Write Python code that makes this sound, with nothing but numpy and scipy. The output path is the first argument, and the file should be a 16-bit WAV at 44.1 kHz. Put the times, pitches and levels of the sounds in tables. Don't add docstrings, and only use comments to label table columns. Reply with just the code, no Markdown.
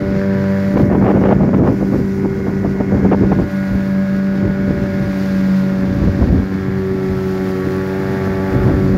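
import sys
import numpy as np
from scipy import signal
from scipy.fft import rfft, irfft, next_fast_len
from scipy.io import wavfile
from scipy.ndimage import uniform_filter1d, minimum_filter1d

SR = 44100
rng = np.random.default_rng(int(sys.argv[2]) if len(sys.argv) > 2 else 0)


def to_wav(sig):
    pcm = np.clip(np.atleast_2d(sig), -1, 1) * 32767
    pcm = np.round(pcm).astype(np.int16)
    wavfile.write(sys.argv[1], SR, pcm.T)


N = 395577
TIME = np.arange(N) / SR

# time_s, shaft_hz
SPEED = [(0, 97.3), (.8, 97.52), (2.7, 97.04), (3.1, 97.1), (3.7, 96.5), (4.4, 97.04), (5.2, 96),
         (5.6, 94.88), (6.5, 95.55), (7.65, 93.95), (8.1, 95.95), (8.97, 94.6)]
# time_s, place (0-2), exposure_db
PLACE = [(0, 0.35, -2.5), (.4, 0, 1), (1.1, 0.5, -2.5), (1.8, 0.56, -6), (2.7, 0.42, -3.5), (3.3, 0.79, -2),
         (4.3, 1.24, -3), (4.9, 1.07, -0.5), (5.6, 1.58, -1.5), (6.35, 1.6, -3), (7.3, 1.98, -3),
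         (8.1, 2.2, 1), (8.55, 2.14, 2), (8.97, 1.72, -2)]
# start_s, length_s, pressure_db, rumble_db (relative to pressure), eddy_hz
GUSTS = [(0, 0.17, -25.5, 0.5, 197), (0.731, 0.63, -15, -4.5, 590), (1.378, .33, -14.5, -9, 550),
         (1.781, 0.22, -20.5, -6.5, 477), (2.171, 0.64, -22, -5, 440), (2.92, 0.495, -17, -4, 488),
         (3.64, 0.11, -29, 5.5, 260), (4.326, 0.52, -24, -3, 295), (4.851, 0.22, -25.5, -4.5, 260),
         (5.86, 0.36, -22, 2, 199.9), (6.264, 0.098, -18, 5, 180), (6.587, 0.3, -31.5, 4, 240),
         (7.072, 0.056, -25.5, 7, 160), (8.501, 0.445, -21, 1.5, 291)]


def exhaust(angle):
    # time_s, firing_db, harmonic_2_db, harmonic_3_db
    exhaust_levels = [(0.02, -22, -25.5, -28), (0.306, -17, -26, -27), (0.73, -16, -34, -24.5),
                      (2.14, -19.5, -26, -47.5), (2.17, -22, -23, -54), (3.3, -16, -29, -32),
                      (3.5, -29, -38, -31.5), (3.54, -17, -43.5, -33.5), (4.08, -16.5, -40, -30.5),
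                      (4.21, -16, -32.5, -32), (4.96, -19.5, -30, -27.5), (5.54, -15, -43, -34.5),
                      (5.67, -14, -32, -31), (6.23, -23.5, -32.5, -32), (6.46, -21, -31, -43.5),
                      (6.9, -22.5, -22, -39.5), (8.61, -22, -22.5, -30.5), (8.85, -19, -23, -34)]
    waver_db = 1.0
    out = 0
    for harmonic, db in enumerate(curves(exhaust_levels), start=1):
        out = out + undb(db + waver_db * walk(14)) * tone(angle, 2 * harmonic)
    return out


def overtones(angle):
    # shaft_multiple, place_0_db, place_1_db, place_2_db
    overtone_levels = [(1, -26, -37, -30), (3, -33, -32.5, -27.5), (5, -32, -47.5, -36),
                       (7, -46, -55, -41.5), (8, -45.5, -48, -40.5), (9, -51, -59.5, -40.5),
                       (10, -41.5, -48.5, -50), (11, -53.5, -47.5, -50), (12, -49.5, -53, -41.5),
                       (13, -53, -49, -51), (14, -50.5, -53.5, -41.5), (15, -44, -38.5, -45.5),
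                       (16, -42, -50.5, -46.5), (17, -63, -38.5, -44.5), (18, -51, -49, -45.5),
                       (19, -50, -57, -46.5), (20, -46.5, -48.5, -47.5), (22, -47, -45.5, -72),
                       (23, -54, -51.5, -50.5), (34, -64.5, -65, -60.5), (36, -77, -64.5, -59),
                       (38, -76.5, -64, -61.5)]
    fade_db, rough_db = 2.0, 1.07
    wander_rad, jitter_rad = 1.0, 0.016
    shaded_hz = 905.0
    place, exposure_db = curves(PLACE)
    shaft_hz, = curves(SPEED)
    angle = angle + jitter_rad * walk(95)
    out = 0
    for multiple, *levels_db in overtone_levels:
        shortness = np.minimum(multiple * shaft_hz / shaded_hz, 1)
        place_db = np.interp(place, np.arange(len(levels_db)), levels_db)
        shade_db = shortness * (exposure_db + rough_db * walk(40))
        db = place_db + fade_db * walk(5) + shade_db
        phase = multiple * angle + wander_rad * walk(3)
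        out = out + undb(db) * np.sqrt(2) * np.cos(phase)
    return out


def propeller(angle):
    blades_per_turn = 3 * 13 / 27
    middle_db, end_db = -31.5, -28.0
    waver_db, sum_tone_db = 3.0, -25.0
    place, _ = curves(PLACE)
    db = middle_db + (end_db - middle_db) * np.abs(place - 1) + waver_db * walk(10)
    blade_tone = tone(angle, blades_per_turn)
    sum_tone = undb(sum_tone_db) * tone(angle, blades_per_turn + 2)
    return undb(db) * (blade_tone + sum_tone)


def clatter(angle):
    # freq_hz, density_db
    cowling = [(120, 2), (250, 2.5), (450, 2), (700, 1.5), (1000, -3), (1450, 0), (1850, -0.5),
               (2200, -3.5), (2700, -15), (3300, -24.5), (4500, -30)]
    base_db = -34.5
    db_per_exposure_db, db_per_place = 0.81, 1
    turn_depth, firing_depth, scatter_db = 0.12, 0.22, 1.1
    place, exposure_db = curves(PLACE)
    db = base_db + db_per_exposure_db * exposure_db + db_per_place * (place - 1)
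    bursts = np.exp(turn_depth * np.cos(angle) + firing_depth * np.cos(2 * angle))
    bursts = bursts * undb(scatter_db * walk(150))
    return colour(noise() * bursts, cowling) * undb(db)


def panel(angle):
    # freq_hz, gain_db
    panel_ring = [(1350, -17.5), (1450, -2.5), (1540, -8.5), (1630, -2.5), (1750, 0), (1900, -16)]
    base_db, db_per_exposure_db = -40.5, 3.5
    beam_edge_place, shade_db_per_place = 0.76, 13
    scatter_db, grit = 4.5, 2.2
    place, exposure_db = curves(PLACE)
    shade_db = shade_db_per_place * np.maximum(place - beam_edge_place, 0)
    db = base_db + db_per_exposure_db * exposure_db - shade_db
    turns = np.floor(angle / (2 * np.pi))
    knocks = np.diff(turns, prepend=0) * undb(scatter_db * walk(95))
    scrape = noise() * np.exp(np.cos(angle))
    ring = colour(knocks, panel_ring) + grit * colour(scrape, panel_ring)
    return unit(ring) * undb(db)


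def shaft_angle():
    wobble = 0.0013
    shaft_hz, = curves(SPEED)
    return 2 * np.pi * np.cumsum(shaft_hz * (1 + wobble * walk(25))) / SR


def tone(angle, multiple):
    return np.sqrt(2) * np.sin(multiple * angle + rng.uniform(0, 2 * np.pi))


def wind():
    # freq_hz, density_db
    flutter_spectrum = [(60, -20.5), (105, -4.5), (140, -2), (190, -1), (270, -0.5), (340, -5),
                        (420, -13.5), (550, -19.5), (750, -28.5), (1100, -37.5)]
    # freq_hz, density_db
    rumble_spectrum = [(22, -34.5), (30, -17), (40, 2.5), (52, 5), (90, 4), (125, 6.5), (170, -13.5),
                       (260, -23.5)]
    # freq_hz, density_db
    tear_spectrum = [(200, -12.5), (330, -2.5), (480, -1.5), (700, -12), (950, -14), (1500, -25.5),
                     (3000, -46)]
    breeze_db, breeze_rumble_db = -28, -5.5
    attack_s, release_s = 0.028, 0.041
    sway_db, sway_hz = 2.92, 18
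    flutter_ragged_db, tear_ragged_db = 2.0, 1.5
    tear_db, tear_growth, strong_db = -28.5, 1.34, -15.0

    power = undb(breeze_db) ** 2
    deep_power = undb(breeze_db + breeze_rumble_db) ** 2
    for start_s, length_s, db, rumble_db, _ in GUSTS:
        gust = undb(db) * swell(start_s, length_s, attack_s, release_s)
        power = power + gust ** 2
        deep_power = deep_power + (gust * undb(rumble_db)) ** 2
    sway = undb(sway_db * walk(sway_hz))
    pressure = np.sqrt(power) * sway
    deep_pressure = np.sqrt(deep_power) * sway

    flutter = colour(noise() * undb(flutter_ragged_db * walk(130)), flutter_spectrum)
    flutter = even(flutter, span_s=0.045)
    rumble = even(colour(noise(), rumble_spectrum), span_s=0.07)
    tear = colour(noise() * undb(tear_ragged_db * walk(110)), tear_spectrum)
    tear_gain = undb(tear_db) * (pressure / undb(strong_db)) ** tear_growth
    return flutter * pressure + rumble * deep_pressure + tear * tear_gain


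def buffets():
    # start_s, length_s, level_db (before trim_db)
    hard_buffets = [(0.756, 0.023, -15.5), (0.899, 0.06, -17.5), (1.01, 0.02, -17), (1.055, 0.063, -12),
                    (1.136, 0.044, -16.5), (1.229, 0.045, -13.5), (1.282, 0.049, -13.5),
                    (1.405, .05, -17.5), (1.53, 0.021, -13.5), (1.643, 0.054, -16.5), (1.801, .035, -20.5),
                    (1.924, 0.043, -18.5), (2.228, 0.037, -20.5), (2.465, .05, -19), (2.645, 0.021, -18),
                    (2.8, 0.018, -15.5), (2.909, 0.033, -16.5), (3.042, 0.021, -16.5),
                    (3.113, 0.0335, -10.5), (3.313, 0.02, -11.5), (3.386, 0.013, -15.5),
                    (4.432, 0.025, -19.5), (4.674, 0.034, -16), (6.012, 0.075, -13), (6.276, 0.014, -14.5),
                    (6.321, 0.023, -8.5), (6.681, .018, -17.5), (8.675, 0.033, -12), (8.737, 0.019, -16)]
    # rate_multiple, gain_db
    eddy_spectrum = [(.1, -18), (.3, 4.5), (.7, 2), (1, 0), (1.4, -7), (2, -14), (3, -22.5), (4.5, -31.5),
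                     (7, -50)]
    ragged_db, trim_db = 3.5, 1.0
    rise_cycles, fall_cycles = 1.1, 1.6
    ref_db, db_per_octave = -15.5, 33
    out = np.zeros(N)
    rasp = noise() * undb(ragged_db * walk(260))
    for start_s, length_s, db in list(hard_buffets) + lesser_buffets():
        gust_hz = [gust[-1] for gust in GUSTS if gust[0] <= start_s][-1]
        eddy_hz = gust_hz * 2 ** ((db - ref_db) / db_per_octave)
        first = int(np.clip(start_s * SR, 0, N - 2))
        part = slice(first, first + SR // 5)
        age_s = TIME[part] - TIME[first]
        spectrum = [(multiple * eddy_hz, gain_db) for multiple, gain_db in eddy_spectrum]
        eddy = even(colour(rasp[part], spectrum), span_s=0.018)
        rise = np.sin(np.pi / 2 * np.minimum(age_s * eddy_hz / rise_cycles, 1)) ** 2
        fall = np.exp(-np.maximum(age_s - length_s, 0) * eddy_hz / fall_cycles)
        out[part] += undb(db + trim_db) * rise * fall * eddy
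    return out


def lesser_buffets():
    per_s, mean_length_s = 8, 0.016
    below_db, scatter_db = 2.5, 1
    rows = []
    for start_s, gust_length_s, gust_db, _, _ in GUSTS:
        for slot, (when, span, size) in enumerate(rng.random((16, 3))):
            age_s = (slot + when) / per_s
            if age_s < gust_length_s:
                length_s = mean_length_s * (0.5 + span)
                db = gust_db - below_db + scatter_db * (2 * size - 1)
                rows.append((start_s + age_s, length_s, db))
    return rows


def water():
    # time_s, rush_db, spray_db
    water_levels = [(0.1, -49, -60), (0.118, -48.5, -62.5), (0.81, -47, -55.5), (0.9, -54, -61),
                    (1.03, -51.5, -60.5), (1.5, -52.5, -64), (1.92, -48.5, -56.5), (2.39, -51, -60.5),
                    (3.26, -49.5, -62), (3.57, -48, -56), (4.51, -50, -61.5), (5.33, -44.5, -54),
                    (5.69, -47, -57), (6.16, -47, -60), (6.74, -50, -59), (7.36, -47, -55),
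                    (8.54, -47, -55), (8.9, -47.5, -56)]
    # freq_hz, density_db
    rush_spectrum = [(400, 0), (1000, 3), (2500, 3), (3200, -3), (3800, -1.5), (4700, 0), (5500, -4),
                     (6400, -9.5), (7200, -12), (7800, -21.5)]
    # freq_hz, density_db
    spray_spectrum = [(4000, -6), (7000, -1.5), (7900, -9.5), (9500, -6), (11000, -4.5), (12800, -1.5),
                      (14500, -4), (15700, -5)]
    rush_trim_db, spray_trim_db, surge_db = 5.0, 3.5, 0.67
    drop_share = 0.54
    echo_gain, echo_lag_s = 0.38, 0.00014
    rush_db, spray_db = curves(water_levels)
    surge = surge_db * walk(24)
    rush = colour(noise() + drop_share * droplets(2300, spread_db=3.5), rush_spectrum)
    echo = echo_gain * swell(0.82, 2.2, attack_s=0.03, release_s=0.25)
    rush = rush + echo * np.interp(TIME - echo_lag_s, TIME, rush)
    spray = colour(noise() + drop_share * droplets(1500, spread_db=3.0), spray_spectrum)
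    rush_gain = undb(rush_db + rush_trim_db + surge)
    spray_gain = undb(spray_db + spray_trim_db + surge)
    return rush * rush_gain + spray * spray_gain


def droplets(rate_hz, spread_db):
    hit = rng.random(N) < rate_hz / SR
    size = np.minimum(rng.exponential(size=N), 6)
    sign = np.sign(noise())
    return unit(hit * sign * undb(spread_db * size))


def undb(db):
    return 10 ** (np.asarray(db) / 20)


def curves(table):
    time_s, *columns = np.transpose(table)
    return [np.interp(TIME, time_s, column) for column in columns]


def unit(x):
    return x / np.sqrt(np.mean(x ** 2))


def noise():
    return rng.standard_normal(N)


def colour(x, points):
    size = next_fast_len(len(x) + 4096, True)
    hz, db = np.transpose(points)
    point_octave = np.log2(hz)
    octave = np.log2(np.maximum(np.arange(size // 2 + 1) * SR / size, 1))
    beyond = np.abs(octave - np.clip(octave, point_octave[0], point_octave[-1]))
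    gain = undb(np.interp(octave, point_octave, db) - 24 * beyond)
    return unit(irfft(rfft(x, size) * gain, size)[:len(x)])


def walk(rate_hz):
    knots = rng.standard_normal(4096)
    path = np.interp(TIME * rate_hz, np.arange(len(knots)), knots)
    return unit(uniform_filter1d(path, max(int(SR / rate_hz / 2), 1)))


def even(x, span_s):
    power = uniform_filter1d(x ** 2, max(int(span_s * SR), 2))
    return x / np.sqrt(power + 1e-6)


def swell(start_s, length_s, attack_s, release_s):
    age_s = TIME - start_s
    rise = np.clip(age_s / attack_s, 0, 1)
    return rise * np.exp(-np.maximum(age_s - length_s, 0) / release_s)


def scene():
    angle = shaft_angle()
    outboard = exhaust(angle) + overtones(angle) + propeller(angle) + clatter(angle) + panel(angle)
    ease_in = np.minimum(TIME / 0.004, 1)
    return ((outboard + wind() + buffets() + water()) * ease_in)[None]


def record(dry):
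    port_hz, top_hz = 42, 15650
    ceiling, hold_s = 0.92, 0.012
    bass_cut = signal.butter(4, port_hz, "highpass", fs=SR, output="sos")
    sound = signal.sosfilt(bass_cut, dry)
    size = max(int(hold_s * SR), 2)
    gain = np.minimum(1, ceiling / (np.abs(sound) + 1e-9))
    gain = uniform_filter1d(minimum_filter1d(gain, 2 * size), size)
    top_cut = signal.ellip(10, 0.1, 80, top_hz, fs=SR, output="sos")
    return signal.sosfilt(top_cut, sound * gain)


dry = scene()
out = record(dry)
to_wav(out)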